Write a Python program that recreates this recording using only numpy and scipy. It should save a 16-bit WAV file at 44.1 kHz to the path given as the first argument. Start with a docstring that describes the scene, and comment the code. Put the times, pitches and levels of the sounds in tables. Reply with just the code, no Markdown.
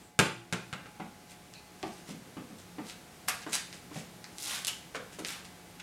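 """Dropped basketball in a garage

A soft basketball lands on concrete by the back wall and dies out in four quick bounces. Further out on
the floor, someone climbs down a folding step stool, walks over on grit, scoops the ball up and shuffles
back. One microphone hears it all, with block walls ringing briefly around each sound and a motor
humming faintly under a steady hiss."""
import sys
import numpy as np
from scipy import signal
from scipy.fft import rfft, irfft, next_fast_len
from scipy.io import wavfile
from scipy.ndimage import uniform_filter1d

SR = 44100
rng = np.random.default_rng(int(sys.argv[2]) if len(sys.argv) > 2 else 0)


def transcribe(u):
    """Save the signal u as a 16-bit wav file named by the first command-line argument.

    u: samples, shape (n,) or (channels, n), limited to [-1, 1]; the rate is SR.
    q: integer samples, one column per channel.
    """
    v = np.clip(np.atleast_2d(u).T, -1, 1)
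    q = np.round(v * 32767).astype(np.int16)
    wavfile.write(sys.argv[1], SR, q)


N = 256706

# spectrum of the room's hiss and rumble: (frequency [Hz], relative level [dB])
HISS_SPECTRUM = [(20, -23), (35, -10), (60, -5), (100, -1.5), (170, -0.5), (300, -2.5), (500, -7),
                 (800, -10), (1200, -11.5), (2500, -14.5), (5000, -17.5), (9000, -19.5), (13000, -24),
                 (16000, -32)]
# the hiss dips early, then swells a little: (time [s], rms level [dB])
HISS_LEVEL = [(0, -54.5), (.17, -62.5), (.7, -55), (1.4, -55), (2.2, -53.5), (4, -52.5), (5.8, -53)]
# tones of the motor: (frequency [Hz], rms level [dB])
MOTOR_TONES = [(177.6, -63.5), (721.4, -67.5), (839.8, -68.5), (1561, -76), (2040, -74.5), (2277, -75.5)]
# thin squeaks and creaks: (peak time [s], level [dB], length [s], pitch [Hz])
SQUEAKS = [(.01, -65.5, 0.094, 7760), (1.547, -56.5, 0.049, 4230), (1.556, -58, .03, 2550),
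           (4.678, -41.5, 0.036, 2980)]
# ball on concrete: (time [s], hit level [dB], relative boom level [dB], treble edge [Hz])
BOUNCES = [(.1908, 4, 1.5, 11600), (0.526, -8, -9.5, 10600), (0.7284, -12, -18.5, 3450),
           (0.8583, -23.5, -32, 1780)]
# slap of the ball's skin: (frequency [Hz], relative level [dB])
SLAP_SPECTRUM = [(60, -3.5), (200, 3.5), (450, 6.5), (800, -7.5), (1100, -2), (1500, 1.5), (1900, 0),
                 (2500, 2.5), (3600, -0.5), (5000, -4.5), (7500, -2), (11000, -7.5), (16000, -16.5)]
# air inside the ball: (frequency [Hz], relative level [dB], t60 [s])
CAVITY_MODES = [(830, -4, 0.31), (887, -2, 0.32), (1290, -14, 0.075), (1410, 10, 0.048), (1499, 5, 0.042),
                (1626, 18.5, 0.028), (2130, 12, 0.017), (2487, 13, 0.041), (2640, -21, .05),
                (2850, 11, 0.048)]
# low boom of ball and room: (frequency [Hz], relative level [dB], t60 [s])
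BOOM_MODES = [(124.7, -1, 0.27), (150, 6.5, 0.057), (177.7, -3, 0.18), (193, 8, 0.064), (238, -3.5, 0.14),
              (326, -21, 0.099), (342.3, -24.5, 0.99), (407, -12, 0.135)]
# echoes off the nearest walls: (delay [s], relative level [dB])
WALL_ECHOES = [(.0069, -4.5), (.0092, -3.5)]
# the garage's diffuse tail: (frequency [Hz], t60 [s], relative level [dB])
GARAGE_TAIL = [(102, 0.38, -10), (171, 0.74, 2), (255, 0.24, 0.5), (655, 0.4, 6), (2550, 0.44, 1.5),
               (6060, 0.43, -3.5), (14000, 0.33, -5.5)]
# shoes on stool and floor: (time [s], thud level [dB], pitch [Hz], knock level [dB], heel to toe [s])
FOOTFALLS = [(.998, -14.5, 200, -17, .038), (1.831, -11, 350, -19.5, 0.0237),
             (2.088, -13.5, 201, -25.5, .018), (2.136, -18.5, 198, -40, 0.035),
             (2.367, -13, 208, -22.5, 0.04), (2.5, -18, 213, -33, 0.028), (2.783, -12, 245, -18.5, 0.023),
             (3.283, -22, 654, -6.5, .02), (3.4641, -14.5, 340, -16.5, 0.0188),
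             (3.912, -23, 286, -29.5, .02), (3.957, -12.5, 168, -20.5, 0.0151),
             (4.947, -15, 470, -14.5, 0.013), (5.186, -15, 300, -23.5, 0.035)]
# the stool clunks as weight shifts on it: (time [s], level [dB])
STOOL_CLUNKS = [(1.0, -15.5), (1.833, -11.5), (1.855, -18.5)]
# the stool's frame: (frequency [Hz], relative level [dB], t60 [s])
STOOL_MODES = [(268, -8, .04), (350, 6.5, 0.047), (515, -3, 0.018), (720, 4, 0.025), (810, -1.5, 0.021),
               (1070, -13, .02)]
# clothes as the walker bends and strides: (peak time [s], level [dB], half length [s])
RUSTLES = [(1.314, -54, .025), (1.92, -58.5, 0.14), (2.098, -50, 0.028), (2.892, -49.5, .042),
           (3.507, -50.5, 0.024), (3.978, -48.5, 0.045), (5.137, -52.5, 0.019)]
# small sharp taps: grit cracking underfoot, and at 1.538 s a tick of the creaking stool: (time [s], level [dB],
# band centre [Hz])
GRIT_TICKS = [(1.538, -25, 3600), (1.8294, -16.5, 2670), (2.898, -20, 2600), (3.728, -21, 3230),
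              (4.2427, -19.5, 3000), (4.3839, -17, 5000), (4.4587, -18, 6000), (4.6485, -8, 5200),
              (4.67, -7, 6300), (4.678, -15.5, 4430), (5.2486, -10, 3150), (5.2854, -16.5, 4770)]
# short skids of a sole: (peak time [s], level [dB], length [s], band centre [Hz])
SKIDS = [(2.595, -56, 0.041, 4900), (3.287, -27.5, 0.018, 6000), (3.42, -50.5, 0.03, 3860),
         (3.538, -28.5, 0.037, 4840), (3.739, -53, 0.052, 4600), (4.677, -32, .022, 5000),
         (4.954, -44, .023, 3430), (5.193, -45, 0.022, 4830), (5.45, -49, 0.015, 4070),
         (5.8, -44, 0.011, 2680)]
# a foot dragged over the floor: (peak time [s], level [dB], rise [s], fall [s], relative grinding [dB])
DRAGS = [(4.49, -39.5, .08, 0.095, -3), (5.275, -45, .024, 0.074, -1)]


def amp(db):
    """Decibels to amplitude."""
    return 10 ** (np.asarray(db) / 20)


def seconds(length):
    """A time axis of about this many seconds."""
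    return np.arange(next_fast_len(int(length * SR))) / SR


def unit(x):
    """Scale to an energy of one."""
    return x / np.sqrt(np.sum(x ** 2))


def add(out, s, x):
    """Mix x in from time s."""
    i = int(round(s * SR))
    x = x[max(-i, 0):N - i]
    out[max(i, 0):max(i, 0) + len(x)] += x


def band(x, low_hz, high_hz, order=2):
    """Causal band-pass."""
    high_hz = min(high_hz, .45 * SR)
    low_hz = min(low_hz, .95 * high_hz)
    return signal.sosfilt(signal.butter(order, [low_hz, high_hz], "band", fs=SR, output="sos"), x)


def colour(x, points):
    """Minimum-phase filter through points of (frequency [Hz], gain [dB])."""
    hz, db = np.transpose(points)
    bin_hz = np.maximum(np.abs(np.fft.fftfreq(len(x), 1 / SR)), 1)
    log_gain = np.log(amp(np.interp(np.log(bin_hz), np.log(hz), db)))
    response = np.exp(np.conj(signal.hilbert(log_gain)))
    return np.fft.ifft(np.fft.fft(x) * response).real


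def flatten(x, width_hz=100):
    """Level out the broad humps in a noise's spectrum, keeping its fine ripple."""
    power = uniform_filter1d(np.abs(rfft(x)) ** 2, max(int(width_hz * len(x) / SR), 3))
    hz = np.fft.rfftfreq(len(x), 1 / SR)
    gain_db = -10 * np.log10(power / power.mean() + .3)
    return colour(x, np.c_[hz, gain_db][1:])


def fade(t, t60):
    """Fall by 60 dB every t60 seconds."""
    return np.exp(-np.log(1000) * t / t60)


def ring(modes, t):
    """Struck modes dying away."""
    return unit(sum(amp(db) * np.sin(2 * np.pi * hz * t) * fade(t, t60) for hz, db, t60 in modes))


def burst(t, t60):
    """White noise dying away."""
    return unit(flatten(rng.standard_normal(len(t)) * fade(t, t60)))


def add_rub(out, s, db, rise, fall, low_hz, high_hz, grit_db, grain_s=.0005):
    """Dense slips of uneven size swell to a peak at time s and die as one surface drags over another."""
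    t = seconds(3 * (rise + fall)) - 3 * rise
    pressure = np.exp(-(t / np.where(t < 0, rise, fall)) ** 2)
    slips = amp(grit_db * np.minimum(rng.exponential(size=4096), 2.8))
    slip_index = (np.arange(len(t)) / (grain_s * SR)).astype(int) % len(slips)
    grains = slips[slip_index] * rng.standard_normal(len(t))
    rub = unit(pressure * band(grains, low_hz, high_hz))
    add(out, s + t[0], amp(db) * rub * np.linalg.norm(pressure))


def room_tone(waver=0.45):
    """Hiss and rumble all round the microphone, with the wavering tones of a faint motor."""
    t = np.arange(N) / SR
    noise = colour(rng.standard_normal(next_fast_len(N)), HISS_SPECTRUM)[:N]
    hiss = unit(noise) * np.sqrt(N) * amp(np.interp(t, *np.transpose(HISS_LEVEL)))
    knots_s = np.linspace(0, t[-1], 40)
    hum = 0
    for hz, db in MOTOR_TONES:
        swell, drift = (np.interp(t, knots_s, row) for row in rng.standard_normal((2, len(knots_s))))
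        tone = np.sqrt(2) * np.sin(2 * np.pi * hz * t + 2 * waver * drift)
        hum += amp(db) * (1 + waver * swell) * tone
    return hiss + hum


def squeaks(rise_share=0.12, spread=1.057):
    """Rubbing that sings in one narrow band."""
    out = np.zeros(N)
    for s, db, length, hz in SQUEAKS:
        rise, fall = rise_share * length, (1 - rise_share) * length
        add_rub(out, s, db, rise, fall, hz / spread, hz * spread, grit_db=12.5)
    return out


def ball(slap_db=0.5, cavity_db=-11, boom_db=4, return_db=-5, round_trip_s=0.001356, contact_s=0.0012):
    """The skin slaps the floor, a pulse crosses the ball and returns, its air rings and it booms."""
    out, t = np.zeros(N), seconds(.7)
    for s, db, thump_db, edge_hz in BOUNCES:
        impulse = t == 0
        crack = flatten(impulse + amp(1) * burst(t, t60=0.031), width_hz=60)
        slap = amp(slap_db) * unit(colour(crack, SLAP_SPECTRUM))
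        hit = band(slap + amp(cavity_db) * ring(CAVITY_MODES, t), 40, edge_hz, order=1)
        # a soft ball takes some milliseconds to flatten, so the boom comes late
        boom = ring(BOOM_MODES, t) * (1 - np.exp(-t / contact_s))
        bounce = amp(db) * hit + amp(thump_db + boom_db) * boom
        # each bounce lands on a new spot near the back wall and has its own tail
        add(out, s, garage(bounce, walls_db=2, wet_db=3))
        # the returning pulse is distinct only on the direct path to the microphone
        add(out, s + round_trip_s, amp(db + return_db) * band(slap, 40, edge_hz, order=1))
    return out


def garage(x, walls_db, wet_db, build_s=0.0034, clutter_db=4, clutter_t60=0.058):
    """The microphone gets the direct sound, echoes off the nearest walls and a short diffuse tail."""
    t = seconds(1.0)
    hz, t60, db = np.transpose(GARAGE_TAIL)
    bin_hz = np.fft.rfftfreq(len(t), 1 / SR)
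    spectrum = rfft(rng.standard_normal(len(t)))
    edges_hz = np.r_[0, 80 * 2. ** np.arange(9), SR]
    tail = 0
    for low, high in zip(edges_hz, edges_hz[1:]):
        octave = irfft(spectrum * ((bin_hz >= low) & (bin_hz < high)), len(t))
        octave_t60 = np.interp(np.log(high / np.sqrt(2)), np.log(hz), t60)
        tail += octave * fade(t, octave_t60)
    # things standing close by scatter a dense, quickly dying first wave
    swell = (1 - np.exp(-t / build_s)) * (1 + amp(clutter_db) * fade(t, clutter_t60))
    tail = unit(flatten(tail * swell))
    walls = np.zeros(len(t))
    for delay, echo_db in WALL_ECHOES:
        walls[int(delay * SR)] += amp(echo_db + walls_db)
    # door panels mirror only the shorter waves
    response = amp(wet_db) * colour(tail, np.c_[hz, db]) + band(walls, 240, 8400, order=1)
    return x + signal.fftconvolve(x, response)[:len(x)]


def thud(t, hz, onset_s, t60=0.042, spread=1.24, shudder_db=2):
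    """Weight pressing on the floor: a low push and a shudder around the same pitch."""
    press = 1 - np.exp(-t / onset_s)
    push = unit(press * np.sin(2 * np.pi * hz * t) * fade(t, t60))
    shudder = unit(band(burst(t, t60), hz / spread, hz * spread))
    return unit(push + amp(shudder_db) * shudder)


def footfalls(soft_step_hz=200, soft_onset_s=0.0047, tap_db=-6, toe_db=-6):
    """The heel lands with a thud, a knock and a light tap, then the foot rolls softly onto the toe."""
    out, t = np.zeros(N), seconds(.2)
    for s, db, hz, knock_db, roll_s in FOOTFALLS:
        # a harder landing is higher in pitch, sets in faster and knocks more brightly
        onset_s = soft_onset_s * (soft_step_hz / hz) ** 1.6
        press = 1 - np.exp(-t / onset_s)
        knock = unit(band(press * burst(t, t60=0.017), 1.13 * hz, 4.15 * hz))
        tap = amp(tap_db) * unit(band(press * burst(t, t60=0.034), 1000, 2900))
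        add(out, s, amp(db) * thud(t, hz, onset_s) + amp(knock_db) * (knock + tap))
        add(out, s + roll_s, amp(db + toe_db) * thud(t, hz=215, onset_s=0.0037))
    return out


def stool():
    """The loaded frame rings very briefly at each clunk."""
    out = np.zeros(N)
    for s, db in STOOL_CLUNKS:
        add(out, s, amp(db) * ring(STOOL_MODES, seconds(.1)))
    return out


def rustles():
    """Cloth sliding over cloth swells and fades evenly."""
    out = np.zeros(N)
    for s, db, half in RUSTLES:
        add_rub(out, s, db, half, half, low_hz=1480, high_hz=9400, grit_db=5.5)
    return out


def grit_ticks(t60=0.0034, spread=1.88):
    """Grit gives way under a sole, or the stool ticks as it creaks, in single sharp cracks."""
    out, t = np.zeros(N), seconds(.05)
    for s, db, hz in GRIT_TICKS:
        add(out, s, amp(db) * unit(band(burst(t, t60), hz / spread, hz * spread)))
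    return out


def skids(rise_share=0.29, spread=2.11, grit_db=6.5, scrape_db=-15):
    """The sole bites quickly and slides to a stop, a bright rasp over a duller scrape."""
    out = np.zeros(N)
    for s, db, length, hz in SKIDS:
        rise, fall = rise_share * length, (1 - rise_share) * length
        add_rub(out, s, db, rise, fall, hz / spread, hz * spread, grit_db)
        add_rub(out, s, db + scrape_db, rise, fall, 700, 2600, grit_db)
    return out


def drags(weight_lag_s=.022, crackle_db=-6):
    """Grit hisses and crackles under a sliding foot; a lower grinding joins as weight comes onto it."""
    out = np.zeros(N)
    for s, db, rise, fall, grind_db in DRAGS:
        add_rub(out, s, db, rise, fall, low_hz=2870, high_hz=11000, grit_db=5)
        add_rub(out, s, db + crackle_db, rise, fall, 3000, 13900, grit_db=26, grain_s=0.00098)
        add_rub(out, s + weight_lag_s, db + grind_db, .7 * rise, fall, 860, 5000, grit_db=8.5)
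    return out


def scene():
    """In mono: the ball close to the back wall, the walker further out, where wall echoes are weaker."""
    steps = garage(footfalls() + stool(), walls_db=-10, wet_db=1.5)
    rubbing = garage(squeaks() + rustles() + skids() + drags(), walls_db=-21, wet_db=-0.5)
    grit = garage(grit_ticks(), walls_db=-10, wet_db=0)
    # things this small radiate little deep bass, and rubber dulls the very top
    action = band(ball() + steps + rubbing + grit, 56, 13200)
    return (action + room_tone())[None]


def record(dry, top_hz=16200):
    """The recorder behind the microphone cuts the top treble steeply."""
    return signal.sosfilt(signal.ellip(8, .2, 70, top_hz, fs=SR, output="sos"), dry)


dry = scene()
out = record(dry)
transcribe(out)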